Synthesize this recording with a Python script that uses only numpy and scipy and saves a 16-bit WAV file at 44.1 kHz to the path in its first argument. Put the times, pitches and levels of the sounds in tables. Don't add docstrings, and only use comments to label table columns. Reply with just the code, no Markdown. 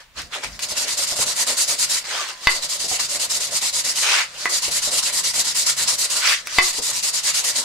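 import sys
import numpy as np
from scipy import signal
from scipy.fft import rfft, irfft, next_fast_len
from scipy.io import wavfile
from scipy.ndimage import uniform_filter1d, map_coordinates

SR = 44100
rng = np.random.default_rng(int(sys.argv[2]) if len(sys.argv) > 2 else 0)


def store_wav(level_fs):
    pcm = np.round(np.clip(np.atleast_2d(level_fs), -1, 1) * 32767)
    wavfile.write(sys.argv[1], SR, pcm.T.astype(np.int16))


N = 336919

# crack/dB, air push/dB, bore ring/dB
SLAPS = [(0.592, -43.5, -22, 1, 23, -36, -33), (2.4711, -5, -6.5, 0.42, -5, -13.5, -38),
         (4.456, -11.5, 22, 0.44, -6, -56, -34), (6.472, -39, -9, 0.22, 31.5, -36, -25),
         (6.5851, -4, -6, 0.42, -3, -17.5, -31.5)]
# t/s, bench rumble level/dB, level of the air inside the tube/dB (before it follows strokes)
LOWS = [(0.0, -72, -72), (0.25, -62, -48), (0.83, -56.5, -43.5), (1.34, -50.5, -38.5), (2.2, -64, -46),
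        (2.49, -64, -50), (3.06, -51.5, -43.5), (4.2, -60, -46), (4.81, -53.5, -46), (5.85, -54, -43.5),
        (6.35, -60, -46), (6.79, -56, -49.5), (7.64, -59, -45)]


def amp(db):
    return 10 ** (np.asarray(db) / 20)


def unit(x):
    return x / np.sqrt(np.mean(x ** 2) + 1e-20)


def along(points, hz):
    f, v = np.transpose(points)
    return np.interp(np.log(hz + 1), np.log(f + 1), v)


def curves(rows, outside=None):
    s, *columns = np.transpose(rows)
    t = np.arange(N) / SR
    return [np.interp(t, s, column, outside, outside) for column in columns]


def wobble(rate):
    knots = rng.standard_normal(int(N * rate / SR) + 4)
    return map_coordinates(knots, [np.arange(N) * rate / SR])


def filtered(x, response):
    m = next_fast_len(N + SR // 2)
    return irfft(rfft(x, m) * response(np.fft.rfftfreq(m, 1 / SR)), m)[..., :N]


def coloured(x, spectrum):
    return unit(filtered(x, lambda hz: amp(along(spectrum, hz))))


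def above(x, edge_hz, order):
    return filtered(x, lambda hz: 1 / (1 + (edge_hz / (hz + 1)) ** order))


def resonant(x, modes):
    def response(f):
        peaks = 0
        for k, (hz, width, db) in enumerate(modes):
            peak = 1j * f * width / (hz * hz - f * f + 1j * f * width)
            peaks = peaks + (-1) ** k * amp(db) * peak
        lowest, highest = modes[0][0], modes[-1][0]
        broad = 0.27 / (1 + (lowest / (f + 1)) ** 4) / (1 + (f / highest / 3.84) ** 6)
        return peaks + broad
    return unit(filtered(x, response))


def grit(spiky_db, patchy_db):
    # f/Hz, correlation
    alike = [(30, 0.67), (200, 0.83), (700, 0.82), (1300, 0.8), (2400, 0.17), (4400, 0.14), (15000, 0.25)]
    grains = rng.standard_normal((2, N)) * amp(spiky_db * wobble(900))
    z = signal.stft(grains, nperseg=256)[2]

    def smooth_field(bins, frames):
        field = uniform_filter1d(rng.standard_normal(z.shape[1:]), size=bins, axis=0)
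        return unit(uniform_filter1d(field, size=frames, axis=1))

    patches, bands = smooth_field(5, 8), smooth_field(2, 26)
    pair = signal.istft(z * amp(patchy_db * (patches + 1.1 * bands)), nperseg=256)[1][:, :N]

    def shares(hz):
        angle = np.arccos(np.clip(along(alike, hz), -1, 1)) / 2
        return np.array([np.cos(angle), np.sin(angle)])

    mid, side = filtered(pair, shares)
    return np.array([mid + side, mid - side])


def room_air():
    # f/Hz, density/(dB per Hz)
    spectrum = [(12, -29), (20, 15), (352, -7), (416, -9), (478, -5), (649, -28), (881, -2), (2920, 0),
                (13900, -18), (15500, -12)]
    return amp(-55) * coloured(grit(spiky_db=0, patchy_db=.8), spectrum)


def shop(x):
    # f/Hz, time to fall 60 dB/s
    decay_times = [(200, 0.47), (2000, 0.22), (10000, 0.03)]
    hz, t, z = signal.stft(rng.standard_normal((2, SR // 2)), SR, nperseg=256)
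    fading = z * amp(-60 * t / along(decay_times, hz)[:, None])
    tail = signal.istft(fading, SR, nperseg=256)[1]
    delayed = np.pad(x, ((0, 0), (150, 0)))
    wet = signal.fftconvolve(delayed, tail / np.linalg.norm(tail[0]), axes=1)[:, :N]
    return filtered(wet, lambda f: (1j * f / (700 + 1j * f)) ** 2)


def bench():
    # t/s, length/s, level/dB
    shuffles = [(.165, .11, -46), (.45, .11, -42)]
    # f/Hz, density/(dB per Hz)
    handling = [(15, -30), (30, -12), (60, -8), (150, 0), (213, -5), (400, -30)]
    # f/Hz, density/(dB per Hz)
    drag_spectrum = [(15, -24), (50, 9), (100, -6), (250, -9.5), (500, -33)]
    t = np.arange(N) / SR
    drags = np.zeros(N)
    for s, length, db in shuffles:
        start = 1 + np.tanh((t - s) / 0.0051)
        stop = 1 + np.tanh((s + length - t) / .03)
        drags += amp(db) * start * stop / 4
    noise = grit(spiky_db=1.5, patchy_db=1.2)
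    rumble_db = curves(LOWS)[0] + 1.8 * wobble(6)
    return amp(rumble_db) * coloured(noise, handling) + drags * coloured(noise, drag_spectrum)


def ticks():
    # t/s, peak level before the highest treble is softened/dB
    tick_rows = [(0.19, -16), (0.2178, -5), (0.4094, -29), (0.5566, -34), (2.2867, -19), (2.3594, -34),
                 (4.3364, -27), (6.4638, -13)]
    out, t = np.zeros(N + SR), np.arange(SR // 20) / SR
    for s, db in tick_rows:
        bright = np.diff(rng.standard_normal(len(t) + 1))
        snap = bright * amp(-60 * t / 0.025)
        out[round(s * SR):][:len(t)] += amp(db) * snap / abs(snap).max()
    return filtered(out[:N], lambda hz: 1 / (1 + (hz / 6500) ** 4))


def squeaks():
    # t/s, f/Hz, level/dB (pitch and level then waver around these)
    squeak_paths = [
        [(2.15, 1130, -46), (2.2, 1200, -30), (2.225, 1150, -31), (2.27, 1030, -46)],
        [(2.3, 1010, -50), (2.32, 1015, -43), (2.385, 1015, -48), (2.45, 1015, -58)],
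    ]
    out = np.zeros(N)
    for rows in squeak_paths:
        hz = curves(rows)[0]
        level_db = curves(rows, outside=-120)[1]
        phase = 2 * np.pi * np.cumsum(hz * (1 + 0.0035 * wobble(83))) / SR
        out += amp(level_db + 3.8 * wobble(40)) * np.sin(phase)
    return out


def bumps():
    # t/s, level/dB, f/Hz
    bump_rows = [(0.719, -32, 606), (1.121, -27.5, 601), (1.189, -25, 574), (2.644, -38, 584),
                 (2.842, -31, 582), (2.914, -25.5, 660), (3.625, -32.5, 730), (4.679, -29, 570),
                 (4.874, -27.5, 580), (5.877, -36, 690), (6.785, -26, 496)]
    out, t = np.zeros(N + SR), np.arange(SR // 2) / SR
    for s, db, hz in bump_rows:
        shove = (t / .0012) * np.exp(1 - t / .0012) - .25 * (t / .005) * np.exp(1 - t / .005)
        drift = np.cumsum(rng.standard_normal(len(t))) * 0.17
        swing = np.sin(2 * np.pi * hz * t + drift)
        hum = amp(-60 * t / 0.14) * (1 - np.exp(-t / 0.00027)) * swing
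        out[round(s * SR):][:len(t)] += amp(db) * (hum - 0.34 * shove)
    return out[:N]


def slaps():
    # f/Hz, level/dB, time to fall 60 dB when free/s
    ring_modes = [(515, -11.5, 0.075), (730, -5.5, 0.067), (997, -4, 0.11), (1100, -6, 0.23),
                  (1860, -11, 0.07), (2002, 0, 0.29), (2058, -3.5, 0.12), (2245, -11, 0.2),
                  (2587, -3.5, 0.11), (2950, -3, 0.046), (1680, -8, 0.081), (3520, -8, 0.088),
                  (4560, -12.5, 0.15), (4810, -13, 0.055)]
    hits, push, t = np.zeros(N + SR), np.zeros(N + SR), np.arange(SR // 2) / SR
    clack = signal.butter(1, [1500, 4500], "band", fs=SR, output="sos")
    no_bass = signal.butter(1, 300, "high", fs=SR, output="sos")
    for s, db, soft_db, free, crack_db, push_db, bore_db in SLAPS:
        ring = np.zeros(len(t))
        for hz, level_db, t60 in ring_modes:
            drift = np.cumsum(rng.standard_normal(len(t))) * .07
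            dull_db = soft_db * max(np.log2(hz / 2200), 0)
            mode_db = level_db - dull_db + rng.normal(0, 0.42) - 60 * t / t60 / free
            ring += amp(mode_db) * np.sin(2 * np.pi * hz * t + drift)
        ring *= 0.45 + amp(-60 * t / 0.014)
        ring *= 1 - np.exp(-t / .0004)
        snap = signal.sosfilt(clack, rng.standard_normal(len(t)))
        crack = amp(crack_db - 60 * t / 0.044 / free) * snap
        hits[round(s * SR):][:len(t)] -= amp(db) * signal.sosfilt(no_bass, ring + crack)

        dent = 1.9 * (1 - np.exp(-t / .0002)) * (np.exp(-t / .001) + .5 * np.exp(-t / .007))
        sway = .45 * amp(-60 * t / .42) * np.sin(2 * np.pi * 5.3 * t)
        build_up = (t / 0.03) ** 2 * np.exp(2 - 2 * t / 0.033)
        bore = build_up * np.sin(2 * np.pi * 365 * t)
        air = amp(db + push_db) * (sway - dent) + amp(db + bore_db) * bore
        push[round(s * SR):][:len(t)] += air
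    return hits[:N], push[:N]


def scraping():
    # time of full level/s, hold/s, level/dB, swell over the hold/dB,
    # treble over body/dB, lower edge f/Hz
    scrape_rows = [(0, 0.0085, -44.5, 6.5, -4.5, 450), (0.166, 0.037, -35, 7, -0.5, 345),
                   (0.329, 0.055, -31.5, -3.5, -2.5, 446), (0.433, 0.014, -29, 6.5, -2.5, 446),
                   (0.505, 0.057, -55, 16, 6.5, 446), (2.045, 0.2, -31, 4, 1, 590),
                   (2.278, 0.034, -36, 3.5, -0.5, 540), (2.357, 0.13, -45, 13, -1, 550),
                   (4.033, 0.18, -20.5, 0.5, -2.5, 920), (4.306, .14, -42.5, 10, 3, 740),
                   (6.22, .11, -20, 6, -1.5, 1390), (6.377, 0.041, -48, -1, 0, 1140),
                   (6.463, 0.17, -37, 7, 4, 1110)]
    # f/Hz, density/(dB per Hz)
    spectrum = [(120, -71), (200, -40), (273, -19), (339, -10), (641, -8.5), (715, -10.5), (1910, -6.5),
                (2750, -8), (8670, -19.5), (15500, -37)]
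    rise_db_per_s, fall_db_per_s, arch_db = 900, 342, 2
    out = np.zeros((2, N))
    scuff = coloured(grit(spiky_db=1.5, patchy_db=1.66), spectrum)
    treble, top = above(scuff, 4000, 8), above(scuff, 9000, 6)
    for s, hold, db, swell_db, fizz_db, low_hz in scrape_rows:
        span = slice(max(round((s - .1) * SR), 0), round((s + hold + .15) * SR))
        t = np.arange(N)[span] / SR - s
        through = np.clip(t / hold, 0, 1) - .5
        rise_db = rise_db_per_s * np.minimum(t, 0)
        fade_db = -fall_db_per_s * np.maximum(t - hold, 0)
        held_db = db + swell_db * through + arch_db * (1 - 8 * through ** 2)
        level_db = held_db + rise_db + fade_db
        treble_db = fizz_db - .3 * np.maximum(fade_db, -25)
        low_cut = signal.butter(2, low_hz, "high", fs=SR, output="sos")
        body = signal.sosfilt(low_cut, (scuff - treble)[:, span])
        slow = np.clip((-7.0 - level_db) / 40, 0, .55)
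        fizz = unit(treble[:, span] - slow * top[:, span])
        out[:, span] += amp(level_db) * (unit(body) + amp(treble_db) * fizz)
    return out


def loose_rim(rasp):
    # f/Hz, width/Hz
    hz, width = (4530, 116)
    loose_db, held_db = -7.5, -18
    before_s, after_s = 0.067, 0.12
    t = np.arange(N) / SR
    loose = np.zeros(N)
    for s, db, *_ in SLAPS:
        if db > -25:
            let_go = 1 + np.tanh((t - s + before_s) / .02)
            take_hold = 1 + np.tanh((s + after_s - t) / 0.052)
            loose += let_go * take_hold / 4
    singing = unit(filtered(rasp, lambda f: 1j * f * width / (hz * hz - f * f + 1j * f * width)))
    return amp(held_db + (loose_db - held_db) * loose) * singing


def stroke_curves():
    # t/s, length/s, level/dB, swell from start to end/dB
    strokes = [(0.621, 0.036, -23, -1.0), (0.687, 0.051, -25, -3.5), (0.768, 0.086, -22, -4.5),
               (0.876, 0.08, -23.0, -1.5), (0.972, 0.087, -21.5, 1.5), (1.065, 0.082, -24, -1.5),
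               (1.156, 0.09, -21.5, 8), (1.256, 0.08, -22.5, -0.5), (1.36, 0.079, -20.5, 7),
               (1.466, 0.079, -21.0, -2.5), (1.57, 0.075, -19, 5.5), (1.676, 0.075, -20, -2.0),
               (1.787, 0.071, -19, 0), (1.892, 0.11, -21, -2.5), (2.406, 0.059, -33, 14),
               (2.494, 0.097, -23.5, -5), (2.621, 0.048, -25.5, -0.5), (2.69, 0.084, -23.5, -1),
               (2.795, 0.083, -24.5, -7), (2.879, 0.095, -22.5, 3.5), (2.994, 0.074, -23, -5),
               (3.086, 0.09, -23, 4.5), (3.195, 0.074, -22.5, -1), (3.297, 0.088, -22.5, 7.5),
               (3.403, 0.089, -23.5, -9), (3.508, 0.084, -22.0, 9.5), (3.615, 0.093, -22, -2),
               (3.728, 0.086, -22, 4.5), (3.843, 0.086, -21.5, -1), (3.955, 0.1, -21, -0.5),
               (4.372, 0.1, -31.0, 8.0), (4.492, 0.1, -22, 3), (4.619, 0.077, -22.5, -3),
               (4.71, 0.09, -21.0, 2), (4.82, 0.08, -22.0, -4), (4.909, 0.094, -20.5, 8),
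               (5.028, 0.077, -21.5, -2.5), (5.127, 0.083, -20.5, 3.5), (5.235, 0.085, -22.0, -3.5),
               (5.337, 0.09, -21, 4.5), (5.444, 0.081, -22.5, -3.5), (5.549, 0.089, -20, 2),
               (5.662, 0.074, -20, -5), (5.767, 0.081, -21, 5), (5.875, 0.085, -20.0, -8.5),
               (5.983, 0.08, -20.5, 2.5), (6.101, 0.12, -21.5, -4.5), (6.522, 0.067, -28, 8),
               (6.622, 0.097, -21.0, -2.0), (6.727, 0.077, -24.5, 2), (6.82, 0.097, -22, 4),
               (6.927, 0.077, -23.5, 2), (7.026, 0.081, -21.0, 2.5), (7.132, 0.076, -22.5, -3.5),
               (7.233, 0.08, -21.0, 2.5), (7.341, 0.074, -20.5, -1.5), (7.44, 0.073, -20.0, 2.0),
               (7.556, 0.065, -20.5, -4)]
    break_s, halt_s = 0.0044, 0.0087
    level_db, bright_db, wall_db = np.full(N, -90.), np.zeros(N), np.zeros(N)
    starts, lengths, levels_db, swells_db = np.transpose(strokes)
    drops_db = 12 + 0.67 * np.clip(swells_db, -4, 4)
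    turn_db, = curves(np.transpose([starts, levels_db - drops_db]))
    pauses = starts[1:] - (starts + lengths)[:-1]
    leads = np.minimum(np.r_[1, pauses] / 2, .03)
    for (s, length, db, swell_db), lead in zip(strokes, leads):
        span = slice(round((s - lead) * SR), min(round((s + length + .03) * SR), N))
        t = np.arange(N)[span] / SR - s
        through = np.clip(t / length, 0, 1) - .5
        arch_db = 0.5 * (1 - 8 * through ** 2)
        pressed_db = db + swell_db * through + arch_db
        moving = (1 + np.tanh(t / break_s)) * (1 + np.tanh((length - t) / halt_s)) / 4
        level_db[span] = pressed_db + (1 - moving) * (turn_db[span] - pressed_db)
        stroke_bright_db = 0.47 * max(db + 22, -8) + 0.17 * np.clip(swell_db, -4, 4)
        bright_db[span] = stroke_bright_db - 2.5 * (1 - moving)
        wall_db[span] = -10.5 + 4 * (1 - moving)
    return uniform_filter1d([level_db, bright_db, wall_db], size=80, axis=1)


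def sanding():
    # f/Hz, density/(dB per Hz)
    rasp_spectrum = [(1500, -24), (2800, -12.5), (3600, -4.5), (4100, 0.5), (4470, -2), (4900, 1),
                     (5800, -1.5), (7270, 1), (10500, -8), (13000, -17.5), (15500, -29)]
    # f/Hz, width/Hz, level/dB
    wall_modes = [(998, 224, -2.5), (1402, 137, 1), (1954, 242, -0.5), (2230, 84, 6), (2830, 590, -0.5)]
    # f/Hz, width/Hz, level/dB
    bore_modes = [(257.4, 7.6, -3.5), (374, 15, -3.5), (502, 81, -6.5), (588.6, 24, 5.5), (688, 61, -5.5)]
    level_db, bright_db, wall_db = stroke_curves()
    level_db = level_db + 1.04 * wobble(60)

    rasp = coloured(grit(spiky_db=0.72, patchy_db=1.2), rasp_spectrum)
    treble = above(rasp, 6000, 8)
    body = rasp - treble
    rasp = amp(-.45 * bright_db) * body + amp(0.98 * (bright_db + 0.57)) * treble

    wall = resonant(grit(spiky_db=1.5, patchy_db=1.5), wall_modes)
    wall_level_db = level_db + wall_db + 1.44 * wobble(25)

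    follow_db = 0.47 * (np.maximum(level_db, -39) + 23.0)
    bore_db = curves(LOWS)[1] + follow_db + 3.4 * wobble(22)
    bore = resonant(grit(spiky_db=2.5, patchy_db=-0.5), bore_modes)

    rubbed = amp(level_db) * (rasp + loose_rim(rasp))
    return rubbed + amp(wall_level_db) * wall + amp(bore_db) * bore


def scene():
    hits, push = slaps()
    rubbing = sanding() + scraping() + squeaks() + ticks()
    struck = (hits + bumps()) * amp([[.3], [-.3]])
    answer = shop(amp(-12) * rubbing + amp(-5.5) * struck)
    return rubbing + bench() + struck + push + answer + room_air()


def record(dry):
    top_hz = 15670
    held = dry / (1 + np.abs(dry / 1.05) ** 8) ** (1 / 8)

    def response(hz):
        delay_s = np.array([[4e-5], [0]]) / (1 + (hz / 3000) ** 2)
        return np.exp(-2j * np.pi * hz * delay_s) * (hz < top_hz)

    return filtered(held, response)


dry = scene()
out = record(dry)
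store_wav(out)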